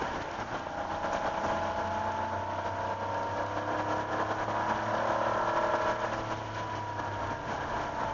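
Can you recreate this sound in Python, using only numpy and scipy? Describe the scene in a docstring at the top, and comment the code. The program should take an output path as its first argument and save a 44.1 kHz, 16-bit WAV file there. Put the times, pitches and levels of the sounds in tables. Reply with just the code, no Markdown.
"""A six-cylinder engine drones and growls behind the seats of a bare cabin on a wet, bumpy track.
Its orders, harmonics of the crank rotation, force the body shell and swell as they cross its
resonances; a gear whines on order 28. Tyre roar, spray and loose trim rise with the jolts of
the car, among sharp ticks, dull knocks and one squeak."""
import sys
import numpy as np
from scipy import signal
from scipy.io import wavfile
from scipy.ndimage import uniform_filter1d

SR = 44100
rng = np.random.default_rng(int(sys.argv[2]) if len(sys.argv) > 2 else 0)


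def to_wav(s):
    """Save 16-bit WAV."""
    ch = np.atleast_2d(s).T  # columns
    pcm = np.round(np.clip(ch, -1, 1) * 32767)  # PCM
    wavfile.write(sys.argv[1], SR, pcm.astype(np.int16))


N = 358533

# Each row: order, then its level in dB when coasting, at half throttle and wide open.
ORDER_LEVELS = [(2.0, -48.5, -70, -56.5), (4.0, -40.5, -64.5, -55), (5.0, -54.5, -51.5, -60),
                (6.0, -63, -47, -47.5), (7.0, -48, -48, -86.5), (8.0, -63.5, -63, -52.5),
                (9.0, -46.5, -49, -43.5), (10.0, -55.5, -54.5, -74), (11.0, -56.5, -48, -84),
                (12.0, -42.5, -57.5, -38.5), (13.0, -51, -56, -57), (14.0, -55.5, -51.5, -51),
                (15.0, -55.5, -46.5, -77.5), (16.0, -72, -52.5, -45), (17.0, -65.5, -48.5, -43),
                (18.0, -53.5, -59, -69), (19.0, -63.5, -50, -59.5), (20.0, -55, -54, -53.5),
                (21.0, -58, -49.5, -61.5), (22.0, -51, -48.5, -76), (23.0, -65, -54, -46),
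                (24.0, -53.5, -63, -57), (25.0, -78, -54, -55.5), (26.0, -82, -55.5, -48),
                (27.0, -60.5, -50, -55.5), (29.0, -83.5, -55.5, -58), (30.0, -52.5, -49, -51),
                (31.0, -59, -60, -58), (32.0, -59.5, -57.5, -50.6), (33.0, -61, -65, -78),
                (34.0, -68, -48, -67), (35.0, -65.5, -54.5, -74.5), (36.0, -60.5, -56.5, -49),
                (37.0, -57.5, -67, -55), (38.0, -67.5, -60, -71.5), (39.0, -83, -61.5, -83),
                (40.0, -60.5, -64, -64), (41.0, -81, -61, -53.5), (42.0, -60, -59.5, -59),
                (43.0, -68, -63, -56), (44.0, -66.5, -60.5, -70.5), (45.0, -70, -62, -49),
                (46.0, -69.5, -66.5, -54.5), (47.0, -68, -57, -60.5), (48.0, -56, -73, -51),
                (49.0, -58, -57.5, -48.5), (50.0, -58, -62, -78), (51.0, -66, -67, -60.5),
                (52.0, -62.5, -67.5, -80.5), (53.0, -56.5, -71, -62.5), (54.0, -78, -59.5, -73),
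                (55.0, -63, -61.5, -72), (56.0, -60.5, -64.5, -61.5)]
# Each row: time in seconds, extra level of the growl orders in dB.
GROWL_BOOST = [(2.2, -3), (3.0, 0), (3.6, 2), (3.9, 2.5), (4.4, -3.5), (4.8, -3), (4.93, 1), (5.2, 2),
               (5.45, -2), (5.7, 3.5), (5.9, 3), (6.1, 1)]

def crank_orders(hz, angle, throttle, in_step, unsteadiness):
    """Superposition: in step, the growl orders pulse once a turn and the rasp orders twice."""
    count = len(ORDER_LEVELS)
    phases = rng.uniform(-np.pi, np.pi, count)
    swings, lags = drift(1.9, count), drift(12, count)
    boost = gain_of(columns(GROWL_BOOST)[0])
    rasp_turns = np.array([0.41, 0.75])  # the two firings between growl pulses
    hum, upper = np.zeros(N), np.zeros(N)
    for (order, *levels_db), phase, swing, lag in zip(ORDER_LEVELS, phases, swings, lags):
        growls, rasps = 13 <= order <= 19, 22 <= order <= 27
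        level_db = np.interp(throttle, (0, 0.5, 1), levels_db) + 0.66 * unsteadiness * swing
        level = gain_of(level_db) * boost ** growls * shell_along(order * hz)
        rasp_phase = rasps * np.angle(np.exp(-2j * np.pi * order * rasp_turns).sum())
        loose = 1 - in_step * (0.97 * growls + 0.85 * rasps)
        tone = level * np.sin(order * angle + loose * (phase + 0.13 * lag) + rasp_phase)
        if order < 13:
            hum += tone
        else:
            upper += tone
    return hum, upper


# Each row: time in seconds, crank speed in turns a second.
CRANK_SPEED = [(0.0, 27.8), (0.3, 28.16), (0.6, 28.68), (1.0, 29.33), (1.4, 29.82), (1.7, 30.16),
               (2.0, 30.77), (2.4, 31.67), (2.8, 32.37), (3.2, 33.07), (3.6, 33.79), (4.0, 34.55),
               (4.3, 35.22), (4.6, 35.82), (4.85, 36.21), (5.1, 36.98), (5.3, 37.32), (5.5, 37.46),
               (5.7, 37.41), (5.85, 37.24), (6.0, 37.24), (6.15, 36.55), (6.3, 36.14), (6.5, 35.69),
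               (6.8, 34.71), (7.1, 33.78), (7.4, 33.05), (7.7, 32.35), (7.9, 32.28), (8.13, 31.4)]
# Each row: time in seconds, gain of the orders in dB, throttle from 0 to 1, firing boom in dB.
ENGINE_LOAD = [(0.0, -13.5, 0, -67), (0.5, -7.5, 0.0, -58), (1.0, -1, 0.49, -51.5), (1.3, -2, 0.5, -73),
               (1.5, -0.8, 0.47, -46.5), (2.2, -2.5, 0.34, -46.0), (2.9, -3, 0.51, -45.5),
               (3.3, -2.5, 0.36, -46), (3.7, 3, 0.28, -46.5), (4.05, 3, 0.17, -47.0), (4.4, 1.5, 0.27, -46),
               (4.8, 1.2, 0.73, -46), (4.92, 0.5, 0.54, -46.5), (5.3, 3.5, 0.62, -46.5),
               (5.75, 0.5, 0.92, -53.5), (6.0, -4, 1.0, -50), (6.2, 3, 0.09, -45), (6.55, -4, 0.22, -44),
               (7.0, -3.5, 0.1, -44.5), (7.3, -5.5, 0.02, -44.5), (7.5, -1.5, 0.07, -51.5),
               (8.13, -1, 0.17, -62)]

def engine(jolt_db):
    """Forced vibration: three firings a turn drive the shell through the engine mounts."""
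    hz, = columns(CRANK_SPEED)
    load_db, throttle, boom_db = columns(ENGINE_LOAD)
    angle = 2 * np.pi * (0.5 + np.cumsum(hz) / SR)
    in_step = np.interp(hz, (35.8, 36.4), (0, 1)) * np.minimum(2 * throttle, 1)  # pulling at high revs
    unsteadiness = 1.5 - 0.59 * in_step
    hum, upper = crank_orders(hz, angle, throttle, in_step, unsteadiness)
    whine = gear_whine(hz, angle)
    boom_swing, burn_swing = drift(19, count=2)
    boom = gain_of(boom_db + 2.2 * boom_swing) * np.sin(3 * angle)
    # a four-stroke repeats every second turn, and no two burns are alike
    upper *= 1 + (0.14 + 0.043 * in_step) * np.cos(angle / 2)
    upper *= gain_of(0.69 * unsteadiness * burn_swing)
    # jolts press the mounts, so more gets through; hum and whine feel it less
    shake = gain_of(0.79 * (jolt_db - uniform_filter1d(jolt_db, size=SR // 2)))
    orders = gain_of(load_db) * (upper * shake + hum * shake ** 0.86)
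    return np.sqrt(2) * (orders + whine * np.sqrt(shake) + boom)


# Each row: time in seconds, whine level fed into the shell in dB.
TOOTH_LOAD = [(0.0, -46), (0.4, -51), (0.58, -46), (0.75, -40.5), (1.1, -44), (1.6, -40.5), (2.0, -42),
              (2.35, -45), (2.6, -48.5), (2.85, -48), (3.1, -44.5), (3.3, -46), (3.5, -48.5), (3.9, -49),
              (4.2, -52.5), (4.5, -52), (4.8, -52), (5.1, -42), (5.4, -45), (5.75, -45), (6.0, -46),
              (6.3, -60), (6.6, -48), (6.9, -50), (7.2, -45), (7.5, -58), (7.8, -58), (8.13, -43)]

def gear_whine(hz, angle, order=28):
    """Gear meshing: periodic tooth contact gives a tone, louder as the teeth bear harder."""
    swing, lag = drift(19, count=2)
    level = gain_of(columns(TOOTH_LOAD)[0] + 1.2 * swing) * shell_along(order * hz)
    return level * np.sin(order * angle + 0.15 * lag)


# Each row: resonance frequency in Hz, width in Hz, peak gain in dB.
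SHELL_MODES = [(123.7, 11, -1), (214, 15.8, -1), (319.7, 50, -1.6), (458, 13, 1), (513, 56, 0.7),
               (560.8, 17.8, 9.5), (584.6, 13, -1.5), (603.4, 12, 8), (621.4, 33, 5), (668.2, 33, 10),
               (697.6, 24, 3.5), (751, 55, 0.5), (828.4, 41, 0.5), (884.3, 64, 6), (931.5, 16, 7.5),
               (970.6, 34.7, 10), (1035, 86, 2.5), (1177, 77, 2), (1290, 56, 0), (1346, 27, 7),
               (1394, 57, 8.5), (1493, 41, 8), (1607, 48.2, 5), (1684, 85, 3.5)]

def shell(hz, valley_db=-10):
    """Resonance: the modes of shell and cabin air add in power over a flat valley."""
    peaks = sum(gain_of(db) ** 2 / (1 + (2 * (hz - f) / width) ** 4) for f, width, db in SHELL_MODES)
    return np.sqrt(peaks + gain_of(valley_db) ** 2)


def shell_along(hz):
    """Frequency response: the shell's gain along the path of a gliding tone."""
    grid_hz = np.arange(2500.)
    return np.interp(hz, grid_hz, shell(grid_hz))


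# Each row: time in seconds, road level between bumps in dB, relative roar and rumble in dB.
ROAD_LEVELS = [(0.0, -46.5, -0.5, 2.5), (0.5, -51.5, -2.5, 0), (0.9, -51.5, -3.5, 0.5), (1.5, -48, -2.5, 1),
               (2.4, -52.5, -3, -4), (2.85, -51, -4, -1.5), (2.98, -51, -1.5, -3), (3.1, -52, -3, 0),
               (3.6, -50.5, -2, -4), (4.1, -51, -3, -3.5), (4.7, -48, -0.5, -0.5), (5.05, -48.5, -2, -6),
               (5.4, -48, -1, -1), (5.8, -46.5, -2, -2.5), (6.1, -48, -5, -1), (6.9, -52.5, -5, -3),
               (7.28, -48, 3, 4.5), (7.4, -53.5, -7, 1), (7.52, -49, -0.5, 0.5), (8.13, -51, -2.5, 2.5)]
# Tyre roar, rumble and spray. Each row: frequency in Hz, relative spectral density in dB.
ROAR_SPECTRUM = [(150, -22.5), (260, -9), (400, -3.5), (520, -6), (640, -6.5), (800, -1.5), (980, -4.5),
                 (1100, -3), (1220, -7.5), (1400, -8), (1650, -9), (2100, -17.5), (3000, -45.5)]
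RUMBLE_SPECTRUM = [(12, -32), (25, -0.5), (45, -4.5), (70, -1.5), (130, -5.5), (170, -6), (225, -3),
                   (265, -5.5), (320, -5), (500, -60.5)]
HISS_SPECTRUM = [(900, -29), (1800, 4.5), (2050, -6), (2300, 0.5), (2600, -7), (2990, -1), (3600, -8.5),
                 (5000, -13), (5700, -9.5), (6800, -14.5), (7200, -32)]

def road(hiss_rise_db, roar_rise_db):
    """Random excitation: tyres and spray make broadband noise that swells over the bumps."""
    level_db, roar_db, rumble_db = columns(ROAD_LEVELS)
    roar = noise(ROAR_SPECTRUM, size=2048, patchy_db=1.4, shell_share=0.47)
    roar *= gain_of(12.5 + roar_db + roar_rise_db)
    rumble = noise(RUMBLE_SPECTRUM, size=4096, patchy_db=1.5, shell_share=0.069)
    rumble *= gain_of(2 + rumble_db + 0.99 * hiss_rise_db)
    spray = noise(HISS_SPECTRUM, size=256, patchy_db=1.5, shell_share=0)
    treble = gain_of(hiss_rise_db) * (spray + gain_of(-9.5) * rattle(HISS_SPECTRUM))
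    return gain_of(level_db) * (roar + rumble + treble)


def rattle(spectrum, per_s=400, spread_db=3, ring_cycles=14, pitches=24):
    """Damped free vibration: loose trim and grit, struck at random, ring briefly at many pitches."""
    strength = gain_of(spread_db * np.minimum(rng.exponential(1, N), 5))
    strikes = strength * (rng.random(N) < per_s / SR)
    part = rng.integers(0, pitches, N)
    t, out = np.arange(800) / SR, np.zeros(N)
    for k, hz in enumerate(np.geomspace(1300, 7000, pitches)):
        ring = gain_of(level_at(spectrum, hz) - 60 * t * hz / ring_cycles) * np.sin(2 * np.pi * hz * t)
        out += signal.oaconvolve(strikes * (part == k), ring)[:N]
    return unit_rms(out)


# Each row: centre in seconds, length in seconds, rise of hiss in dB, rise of roar in dB.
TRACK_BUMPS = [(0.021, 0.01, 6.5, 6.5), (0.219, 0.025, 5.5, 0.5), (0.338, 0.034, 3.5, 4),
               (0.408, 0.055, 5, 6.5), (0.548, 0.076, 4.8, 6.5), (0.788, 0.02, 3, 7), (0.814, 0.02, 2.5, 5),
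               (0.926, 0.045, 4, 5.5), (1.053, 0.048, 4.5, 5), (1.147, 0.06, 5.5, 6.5),
               (1.271, 0.045, 5, 7), (1.344, 0.011, 4.5, 6), (1.375, 0.03, 3.5, 2), (1.453, 0.033, 5.5, 6),
               (1.507, 0.071, 4, 3.5), (1.801, 0.03, 1.5, 5.5), (2.082, 0.062, 3, 4), (2.214, 0.067, 1, 3),
               (2.331, 0.038, 2, 5.5), (2.588, 0.027, 2.5, 4), (2.664, 0.048, 4.5, 5),
               (2.974, 0.056, -3.5, -7.5), (3.196, 0.16, 1.5, 4), (3.386, 0.091, 1.5, 4),
               (3.578, 0.034, 4, 3.5), (3.726, 0.077, 2, 5), (3.799, 0.045, 7.5, 7), (3.919, 0.095, 6, 6.5),
               (3.997, 0.055, 4.5, 5), (4.141, 0.051, 5, 8), (4.2, 0.045, 4, 8), (4.31, 0.025, 4.5, 5.5),
               (4.42, 0.045, 3, 4), (4.462, 0.03, -3, -3), (4.502, 0.039, 3, 0.5), (4.608, 0.023, 0, 0.5),
               (4.706, 0.035, 5.5, 4.5), (4.762, 0.038, 4.5, 2.5), (4.935, 0.067, 1, 4.5),
               (5.075, 0.19, 2, 3.5), (5.567, 0.026, 4, 5.5), (5.753, 0.028, 4, 3), (5.896, 0.07, 5.5, 7.5),
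               (6.048, 0.027, 2.5, 7.5), (6.142, 0.024, 5, 3.5), (6.324, 0.03, 6, 8), (6.583, 0.084, 6, 5),
               (6.73, 0.17, 2, 3.5), (7, 0.019, 4, 6.5), (7.244, 0.14, -1, -3), (7.319, 0.019, 2, 3),
               (7.542, 0.15, 2.5, 1), (7.792, 0.15, 3, 2.5), (8.035, 0.089, 3.5, 5.5)]

def bumps(rebound=0.28, rebound_width=2.67):
    """Amplitude modulation: each bump is a bell-shaped rise inside a lull as the body unloads."""
    t = np.arange(0, N, 256) / SR
    centre, length, hiss_db, roar_db = np.transpose(TRACK_BUMPS)
    away = np.log(16) * ((t[:, None] - centre) / length) ** 2
    bell = (1 + rebound) * np.exp(-away) - rebound * np.exp(-away / rebound_width ** 2)
    ripple_db = 0.97 * drift(16, count=1)[0]  # small unevenness of the tarmac
    return [np.interp(np.arange(N) / SR, t, bell @ db) + ripple_db for db in (hiss_db, roar_db)]


# Grit and trim ticks, shell knocks, a trim or wiper squeak. 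Each row: start in seconds, peak in dB.
GRIT_TICKS = [(0.3112, -40), (0.4, -40), (0.5926, -42), (1.1292, -43), (1.8723, -43), (2.0517, -48.5),
              (2.1166, -43), (2.2785, -49), (3.1414, -41), (3.2267, -42), (3.4617, -44), (4.3155, -44),
              (6.2564, -47), (6.3203, -39), (6.8857, -47), (7.1428, -56), (7.269, -42), (7.303, -46),
              (7.696, -47.5), (7.8352, -43), (7.9744, -49)]
SHELL_KNOCKS = [(0.543, -27), (0.667, -24.5), (0.85, -27), (0.917, -30), (1.099, -24.5), (1.27, -24),
                (1.376, -23), (2.014, -33), (2.523, -46), (2.586, -23), (3.499, -40), (3.794, -24),
                (3.885, -28), (4.196, -24), (4.312, -35), (4.48, -25), (4.703, -36), (5.735, -19),
                (5.869, -30), (6.044, -34), (6.134, -31), (6.321, -39), (6.758, -36), (8.03, -24.5)]
TRIM_SQUEAK = [(1.127, -39.5)]

def transients(events, band_hz, t60, rise_s):
    """Damping: each brief excitation leaves a burst of band noise that decays exponentially."""
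    t = np.arange(2600) / SR
    out = np.zeros(N + len(t))
    band = signal.butter(3, band_hz, "bandpass", fs=SR, output="sos")
    envelope = (1 - np.exp(-t / rise_s)) * gain_of(-60 * t / t60)
    for start, peak_db in events:
        burst = signal.sosfilt(band, envelope * rng.standard_normal(len(t)))
        out[round(start * SR):][:len(t)] += gain_of(peak_db) * burst / abs(burst).max()
    return out[:N]


def noise(spectrum, size, patchy_db, shell_share):
    """Spectral shaping: noise with drifting patches, partly coloured by the shell."""
    frames, hz = 4 * N // size + 5, np.fft.rfftfreq(size, 1 / SR)
    real, imag, patches = rng.standard_normal((frames, len(hz), 3)).T
    patches = unit_rms(uniform_filter1d(uniform_filter1d(patches, size=10, axis=0), size=8, axis=1))
    colour = gain_of(level_at(spectrum, hz)) * shell(hz) ** shell_share
    spectra = (real + 1j * imag) * colour[:, None] * gain_of(patchy_db * patches)
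    return unit_rms(signal.istft(spectra, nperseg=size, noverlap=3 * size // 4)[1][:N])


def drift(hz, count, knots_per_s=40):
    """Low-pass noise: random curves of rms near 1 that wander at rates up to hz."""
    knots = rng.standard_normal((count, int(N / SR * knots_per_s) + 2))
    smooth = signal.sosfilt(signal.butter(2, hz, fs=knots_per_s, output="sos"), knots)
    position = np.arange(N) / SR * knots_per_s
    return [np.interp(position, np.arange(len(row)), unit_rms(row)) for row in smooth]


def columns(table):
    """Linear interpolation of each column over time, one value a sample."""
    times, *values = np.transpose(table)
    return [np.interp(np.arange(N) / SR, times, v) for v in values]


def level_at(spectrum, hz):
    """Interpolation of a spectrum in dB over log frequency."""
    f, db = np.transpose(spectrum)
    return np.interp(np.log(hz + 1), np.log(f + 1), db)


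def gain_of(db):
    """Decibels to an amplitude ratio."""
    return 10 ** (np.asarray(db) / 20)


def unit_rms(x):
    """Normalisation to rms 1."""
    return x / np.sqrt(np.mean(x ** 2) + 1e-20)


def scene():
    """Superposition: engine, road and transients add at one point in the cabin."""
    hiss_rise_db, roar_rise_db = bumps()
    ticks = transients(GRIT_TICKS, band_hz=(1500, 6500), t60=0.033, rise_s=0.0017)
    knocks = transients(SHELL_KNOCKS, band_hz=(500, 1130), t60=0.026, rise_s=0.00059)
    squeak = transients(TRIM_SQUEAK, band_hz=(5300, 6900), t60=0.071, rise_s=0.004)
    return (engine(roar_rise_db) + road(hiss_rise_db, roar_rise_db) + ticks + knocks + squeak)[None]


def record(dry, cutoff_hz=7220):
    """Band limiting: a steep low-pass, over a faint electronic hiss."""
    lowpass = signal.firwin(1023, cutoff_hz, window=("kaiser", 10), fs=SR)
    return signal.oaconvolve(dry, lowpass[None], "same") + gain_of(-101) * rng.standard_normal(dry.shape)


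dry = scene()
out = record(dry)
to_wav(out)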